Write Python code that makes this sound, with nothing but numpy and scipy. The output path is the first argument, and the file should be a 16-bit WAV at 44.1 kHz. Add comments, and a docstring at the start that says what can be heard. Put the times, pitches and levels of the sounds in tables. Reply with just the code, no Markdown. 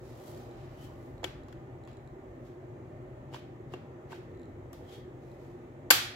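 """Hands turn a plastic bracket about and press it onto a shelf in a garage, heard from close by.
Over the drone of an appliance, shaped noise throughout, fingers slide on the plastic (hiss bursts)
and small sticky ticks come loose (short bright modes). From 1.2 s the bracket knocks on the shelf,
chatter ringing its modes, and near 5.9 s a dense run of contacts snaps it home loudly.
Sparse decaying reflections let the garage ring after each blow."""
import sys
import numpy as np
from scipy import signal
from scipy.fft import irfft
from scipy.io import wavfile
from scipy.ndimage import uniform_filter1d

SR = 44100
rng = np.random.default_rng(int(sys.argv[2]) if len(sys.argv) > 2 else 0)


def dump(signal):
    """Clip the signal to [-1, 1] and save it as 16-bit WAV at the path in sys.argv[1]."""
    limited = np.clip(np.atleast_2d(signal).T, -1, 1)
    pcm = np.round(limited * 32767).astype(np.int16)
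    wavfile.write(sys.argv[1], SR, pcm)


N = 271215

# middles of the thud, shell, ribs and edges bands as the walls hear them: f/Hz
BANDS_HZ = [450, 1250, 3300, 10000]
PIVOT_HZ = 1210  # the brightness of a blow turns about this pitch


def blows():
    """At each contact a short chatter of tiny impacts rings the bracket, and one push thuds the shelf.

    The walls hear the part from all sides, so the room is also fed a click of smooth colour.
    """
    # blows on the bracket: t/s, strength/dB, shelf thud/dB, brightness/(dB per octave),
    # favoured pitch f/Hz, lean to the left/dB, room share/dB
    contacts = [(1.2315, -46.5, -43, -8, 900, -8, 5), (1.2415, -33.5, -28, -3, 2220, 1.5, -10),
                (1.2439, -40.5, -66, -2, 3320, 11, -6), (1.484, -58, -61, -4, 960, 0, 1),
                (1.5264, -54, -61, -4, 1390, 1, -9), (1.8749, -55.5, -61, -5, 950, -1, 3.5),
                (3.3272, -60, -46, -13, 2380, 0.5, -7), (3.3374, -46.5, -53, -7.5, 2900, -4, -10),
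                (3.3438, -40.5, -47, -6, 1020, -2, -7), (3.362, -47, -55, -15, 2900, -9, -7),
                (3.7369, -42, -37.5, -7, 2640, 1, -6), (3.7395, -64, -36, 0, 1200, -5, -4),
                (4.1075, -55, -46.5, -9, 1900, -1, 1), (4.1203, -46.5, -58, -7, 1050, -5, -5),
                (4.1292, -48, -48, -20, 1540, -3, 1), (4.7305, -57.5, -54, 0.8, 1210, 2, 0.5),
                (5.904, -21.5, -32, -2, 4550, 5, 2.5), (5.9058, -23, -30, 2, 2350, 2, 1.8),
                (5.9078, -23, -26, 0.4, 1550, -7, -9), (5.9094, -26, -40, -0.7, 4700, 7, 2),
                (5.9108, -27.5, -41, 1, 12000, 11, -7), (5.9148, -27, -29, -15, 1540, -5, 0)]
    # modes of the bracket's shell, ribs and edges: f/Hz, level/dB, t60/s
    shell_modes = [(906, 4, 0.014), (1170, -2.5, 0.028), (1380, -9.5, 0.021), (1530, 1.5, 0.018)]
    rib_modes = [(1890, 2.5, 0.017), (2240, -2, 0.015), (2316, 0.5, 0.01), (2750, -3, 0.045),
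                 (3026, -2, 0.032), (3356, 4, 0.012), (4130, -6, 0.028), (4560, 0.5, 0.021),
                 (5430, 2, 0.013)]
    edge_modes = [(6360, 4, 0.0054), (7230, 10, 0.0065), (8500, -18, 0.0017), (9460, -7, 0.012),
                  (11930, 11.5, 0.0027), (15100, -5, 0.0029), (13800, -4.5, 0.012)]
    # modes of the shelf: f/Hz, level/dB, t60/s
    shelf_modes = [(356, 2, 0.059), (511, -1, 0.05), (726, -1.5, 0.017)]
    chatter_fade_s, first_touch = 0.0032, 8.9  # the first touch is the hardest
    crack_db = 9  # the plain crack of the contact, heard directly
    wall_ring_db, wall_click_db = -13.5, 20  # what the walls get of the ring and of the plain click

    bracket_modes = shell_modes + rib_modes + edge_modes
    direct = np.zeros((2, N))
    feeds = np.zeros((4, 2, N))
    t = np.arange(600) / SR
    for k, (s, db, thud_db, bright_db, spot_hz, pan_db, room_db) in enumerate(contacts):
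        feed = feeds[k % 4]
        common, opposed = rng.standard_normal((2, len(t))) * np.exp(-t / chatter_fade_s)
        chatter = common + 0.5 * opposed * [[1], [-1]]  # the two sides face different contact points
        chatter[:, 0] = first_touch
        chatter = energy_one(chatter)

        struck_modes = favour(bracket_modes, spot_hz, bright_db)
        bracket = gain_of(db) * ring(struck_modes, spread_db=2.5, apart=1.1)
        shelf = gain_of(thud_db) * ring(shelf_modes, spread_db=8.0, apart=0.26)
        # the shelf is too slow to follow the chatter
        near = signal.fftconvolve(bracket, chatter, axes=1)[:, :shelf.shape[1]] + shelf
        add(direct, s, near, pan_db)
        add(feed, s, gain_of(wall_ring_db + room_db) * near, 0)  # some modes still reach the walls

        bracket_bands_db = db + bright_db * np.log2(np.array(BANDS_HZ[1:]) / PIVOT_HZ)
        click = bare_click([thud_db, *bracket_bands_db])
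        crack = signal.fftconvolve(click, chatter, axes=1)
        add(direct, s, gain_of(crack_db) * crack, pan_db)
        add(feed, s, gain_of(wall_click_db + room_db) * click, 0)
    # blows take turns among four random reflection sets, so the tails do not comb
    return direct + sum(garage(feed) for feed in feeds)


def favour(modes, spot_hz, bright_db):
    """Each blow has its own brightness, and a favoured pitch lifts the modes near it."""
    lift_db, reach = 11, 0.14  # reach in natural-log frequency
    struck = []
    for hz, db, t60 in modes:
        tilt_db = bright_db * np.log2(hz / PIVOT_HZ)
        spot_db = lift_db * np.exp(-(np.log(hz / spot_hz) / reach) ** 2)
        struck.append((hz, db + tilt_db + spot_db, t60))
    return struck


def ring(modes, spread_db, apart):
    """One impulse into the modes, their strengths scattered at random; each side hears other phases."""
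    hz, db, t60 = np.transpose(modes)[:, :, None]
    t = np.arange(2000) / SR
    place, shift = rng.uniform(-1.12, 1, (2, len(modes), 1))
    sign = (-1) ** np.arange(len(modes))[:, None]
    onset = 1 - np.exp(-t * hz * 4)
    envelope = sign * gain_of(db + spread_db * place - 60 * t / t60) * onset
    sides = [envelope * np.sin(2 * np.pi * hz * t + side * apart * shift) for side in (-1, 1)]
    return np.array([side.sum(0) for side in sides])


def bare_click(levels_db):
    """A zero-phase click with the blow's broad colour but without single modes."""
    hz = np.fft.rfftfreq(512, 1 / SR)
    power = 0
    for db, middle in zip(levels_db, BANDS_HZ):
        band = np.exp(-(np.log((hz + 1) / middle) / 0.59) ** 2)
        power = power + gain_of(db) ** 2 * band / band.mean()
    click = np.fft.fftshift(irfft(np.sqrt(power)))[128:]  # its peak comes 128 samples in
    return np.tile(click, (2, 1))


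def ticks():
    """Single tiny releases of skin and plastic letting go: a few bright modes that die within ms."""
    # sticky ticks: t/s, level/dB
    releases = [(0.5127, -53), (1.1807, -55), (1.435, -55), (1.838, -58), (1.8515, -57), (1.9147, -58),
                (1.932, -56), (1.9705, -53), (2.0755, -55), (4.317, -64), (4.3494, -61), (4.374, -61),
                (4.396, -55), (4.4172, -55.5), (4.4327, -56), (4.4564, -59), (5.317, -55)]
    # what a tick rings with: f/Hz, level/dB, t60/s
    modes = [(3970, -2, 0.0091), (5600, -15, .005), (7300, -5, 0.0082), (11000, -13, .005)]
    out = np.zeros((2, N))
    for s, db in releases:
        tick = gain_of(db) * ring(modes, spread_db=2.5, apart=1.0)
        add(out, s, tick, rng.standard_normal())  # scattered left and right by about 1 dB
    return out


def slides():
    """Skin hiss on smooth plastic, slightly grainy, at times ringing in the cupped hand."""
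    # finger strokes: peak t/s, swell/s, fade/s, level/dB, tilt/(dB per octave),
    # ring of the cupped hand/dB, its pitch f/Hz
    strokes = [(.1, .25, 0.21, -81, -3, -28, 3300), (.29, .25, 0.14, -74.5, 0.5, -4, 3200),
               (.375, 0.11, .2, -77, -1.5, -8, 3180), (.62, 0.45, 0.44, -86.5, -6.5, -1, 3060),
               (.84, 0.13, 0.1, -77, -1, 7, 3040), (1.05, 0.78, 0.26, -87.5, 0, -10, 3110),
               (2.47, .08, 0.093, -86, -3.5, -2, 3180), (3.346, .03, 0.075, -73, -6, 8, 3020),
               (3.733, .04, .012, -81, -5, 0, 3090), (4.12, 0.037, 0.12, -76.5, -5.5, -4, 3130),
               (4.765, .02, .25, -91, 2, -5, 3300), (4.94, 0.1, 0.094, -74.5, -3.5, 9.5, 3280),
               (5.24, .11, .3, -91, -3, -10, 3150), (5.314, .12, .3, -92, -1, -9, 3250),
               (5.43, 0.13, .28, -89, -2.5, -8, 3200)]
    # colour of the skin hiss: f/Hz, level/(dB per Hz)
    skin_colour = [(880, -35), (1500, -10), (2320, -4.5), (3350, -8), (3620, -3.5), (7610, -6),
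                   (8570, -10.5), (12900, -6.5), (16000, -11)]
    # air in the cupped hand: width/Hz, lift/dB
    hollow_width_hz, hollow_lift_db = (270, 0.5)
    stroke_drop_db = 20  # a stroke rises by this much in its swell time and falls by it in its fade time
    roundness = 1.13  # 1 = pointed stroke, 2 = rounded

    hz = np.fft.rfftfreq(512, 1 / SR)[:, None]
    t = np.arange(N // 128 + 5) * 128 / SR
    power = np.full((len(hz), len(t)), 1e-16)
    for s, swell_s, fade_s, db, tilt_db, hollow_db, hollow_hz in strokes:
        distance = np.maximum((s - t) / swell_s, (t - s) / fade_s)
        stroke_db = db - stroke_drop_db * distance ** roundness
        resonance = 1 / (1 + (2 * (hz - hollow_hz) / hollow_width_hz) ** 2)
        hollow = gain_of(hollow_db + hollow_lift_db) * resonance
        skin = gain_of(read(skin_colour, hz) + tilt_db * np.log2((hz + 100) / 8000))
        power = power + ((skin + hollow) * gain_of(stroke_db)) ** 2
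    grain_db = 2.0 * rng.standard_normal(len(t))
    level_db = 10 * np.log10(power) + grain_db
    return noise(np.array([level_db + 1.0, level_db - 0.5]), same=0.079, turn=0.86, size=512)


def garage(x):
    """Sparse reflections of random sign, each band dying at its own speed."""
    # decay of the garage: f/Hz, t60/s
    decay = [(300, 0.25), (700, 0.47), (1400, 0.53), (4000, 0.51), (8000, 0.37), (12000, 0.32),
             (16000, 0.24)]
    # colour of its reflections: f/Hz, level/dB
    colour = [(200, 2), (500, -7), (1150, -8), (1450, -4.5), (3000, -1), (5000, -2), (7500, -4.5),
              (9000, -9), (12000, -4), (15500, -3.5)]
    taps = np.zeros((2, SR))
    # one reflection somewhere in every 20 samples
    at = np.arange(160, SR - 20, 20) + rng.integers(0, 20, (2, (SR - 161) // 20))
    np.put_along_axis(taps, at, rng.choice([-1., 1.], at.shape), 1)
    hz, t, z = signal.stft(taps, SR, nperseg=256)
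    level_db = read(colour, hz)[:, None] - 60 * t / read(decay, hz)[:, None]
    early = 1 + 0.79 * np.exp(-t / 0.0032)  # shelf and bench throw back strong first echoes
    tail = signal.istft(z * gain_of(level_db) * early, SR, nperseg=256)[1]
    return signal.fftconvolve(x, tail / np.linalg.norm(tail[0]), axes=1)[:, :N]


def drone():
    """Appliance and air noise through the low resonances of the garage."""
    # slope of the drone: f/Hz, level/(dB per Hz)
    slope = [(12, -71), (20, -44), (36, -19.5), (71, -12.5), (117, 1.5), (188, -16), (255, -7.5),
             (285, -15), (360, -3.5), (424, -16.5), (481, -13.5), (517, -15.5), (1500, -32.5), (1950, -39),
             (3300, -120)]
    # its faint treble: f/Hz, level/(dB per Hz)
    treble = [(1500, -30), (1900, -30.5), (2350, -36.5), (2700, -40), (4500, -50.5), (5300, -54),
              (6200, -49.5), (7900, -51), (8300, -59), (12000, -57.5), (16000, -58)]
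    # resonances: f/Hz, width/Hz, level above the slope/dB
    peaks = [(52.7, 18, 8.5), (110.7, 11.8, -6), (129.3, 3.1, 4.5), (273.6, 22, 3), (361.3, 20, 3),
             (610, 56, 5.5), (796, 9.4, 7.5), (1215, 71, 3.5), (1820, 170, 10), (7040, 200, 3.5)]
    # slow coming and going: t/s, level near 1 kHz/dB, level under 65 Hz/dB
    swell = [(0, 1, 1), (.3, 5, -3), (.7, 4, 7.5), (1.3, 1.5, 2), (2.2, 2.5, 2.5), (2.6, 1.5, -5),
             (3.2, 2, 1), (3.9, 2, -7.5), (4.6, 1.5, 0.5), (6.2, 1.7, -4)]
    # likeness of left and right: f/Hz, correlation
    likeness = [(60, 0.98), (150, 1), (380, 1), (950, 0.1), (2380, 0.077), (5980, -0.13), (15000, 0.13)]
    # lean to the left: f/Hz, level/dB
    lean = [(60, 0), (150, 3.5), (380, -1.0), (950, -3), (2380, 2.5), (5980, -0.5), (15000, 1)]
    drone_db, lag_s = -46.5, 0.000231  # the drone reaches the right side first

    hz = np.fft.rfftfreq(4096, 1 / SR)
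    t = np.arange(N // 1024 + 5) * 1024 / SR
    shape_db = read(slope[:-1] + treble, hz)  # the treble takes over from the slope's last point
    for f, width, db in peaks:
        shape_db = shape_db + db / (1 + (2 * (hz - f) / width) ** 2)

    s, middle_db, deep_db = np.transpose(swell)
    middle = np.exp(-(np.log((hz + 1) / 1000) / 0.65) ** 2)[:, None]
    deep = 1 / (1 + (hz[:, None] / 65) ** 4)
    level_db = shape_db[:, None] + middle * np.interp(t, s, middle_db) + deep * np.interp(t, s, deep_db)

    drift = rng.standard_normal(level_db.T.shape)
    drift = uniform_filter1d(drift, size=10, axis=0)
    drift = uniform_filter1d(drift, size=12, axis=1)
    level_db += 1.22 * evened(drift).T  # patches of the drone come and go

    lean_db = read(lean, hz)[:, None] / 2
    turn = np.exp(-2j * np.pi * hz * lag_s)[:, None]
    same = np.clip(read(likeness, hz), -1, 1)[:, None]
    sides_db = np.array([level_db + lean_db, level_db - lean_db])
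    return gain_of(drone_db) * evened(noise(sides_db, same, turn, size=4096))


def noise(level_db, same, turn, size):
    """Stereo noise from random short-time spectra; level_db is (sides, bins, frames), turn scales the left."""
    a, b, c, d = rng.standard_normal((level_db.shape[2], level_db.shape[1], 4)).T
    left = a + 1j * b
    right = same * left + np.sqrt(1 - same ** 2) * (c + 1j * d)
    z = np.array([left * turn, right]) * gain_of(level_db)
    return signal.istft(z, nperseg=size, noverlap=size * 3 // 4)[1][:, :N]


def add(mix, s, sound, pan_db):
    """Mixes a sound in at time s, leaning left for a positive pan and right for a negative one."""
    part = mix[:, round(s * SR):][:, :sound.shape[-1]]
    part += gain_of([[pan_db / 2], [-pan_db / 2]]) * sound[:, :part.shape[1]]


def read(points, hz):
    """A spectrum read on a log-frequency axis."""
    f, value = np.transpose(points)
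    return np.interp(np.log(hz + 1), np.log(f + 1), value)


def gain_of(db):
    """Decibels to an amplitude factor."""
    return 10 ** (np.asarray(db) / 20)


def evened(x):
    """Scaled to rms 1."""
    return x / np.sqrt(np.mean(x ** 2) + 1e-20)


def energy_one(x):
    """Each side scaled to energy 1."""
    return x / np.linalg.norm(x, axis=1, keepdims=True)


def scene():
    """Hands and bracket with their room sound, over the drone."""
    small_room_db = -8.5  # room share of slides and ticks
    small = ticks() + slides()
    hands = blows() + small + gain_of(small_room_db) * garage(small)
    no_bass = signal.butter(2, 300, "high", fs=SR, output="sos")  # small parts radiate no bass
    return signal.sosfilt(no_bass, hands) + drone()


def record(dry):
    """The recorder's band limit: a steep low-pass at 16050 Hz."""
    low_pass = signal.firwin(201, 16050, window=("kaiser", 9), fs=SR)
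    return signal.oaconvolve(dry, low_pass[None], "same")


dry = scene()
out = record(dry)
dump(out)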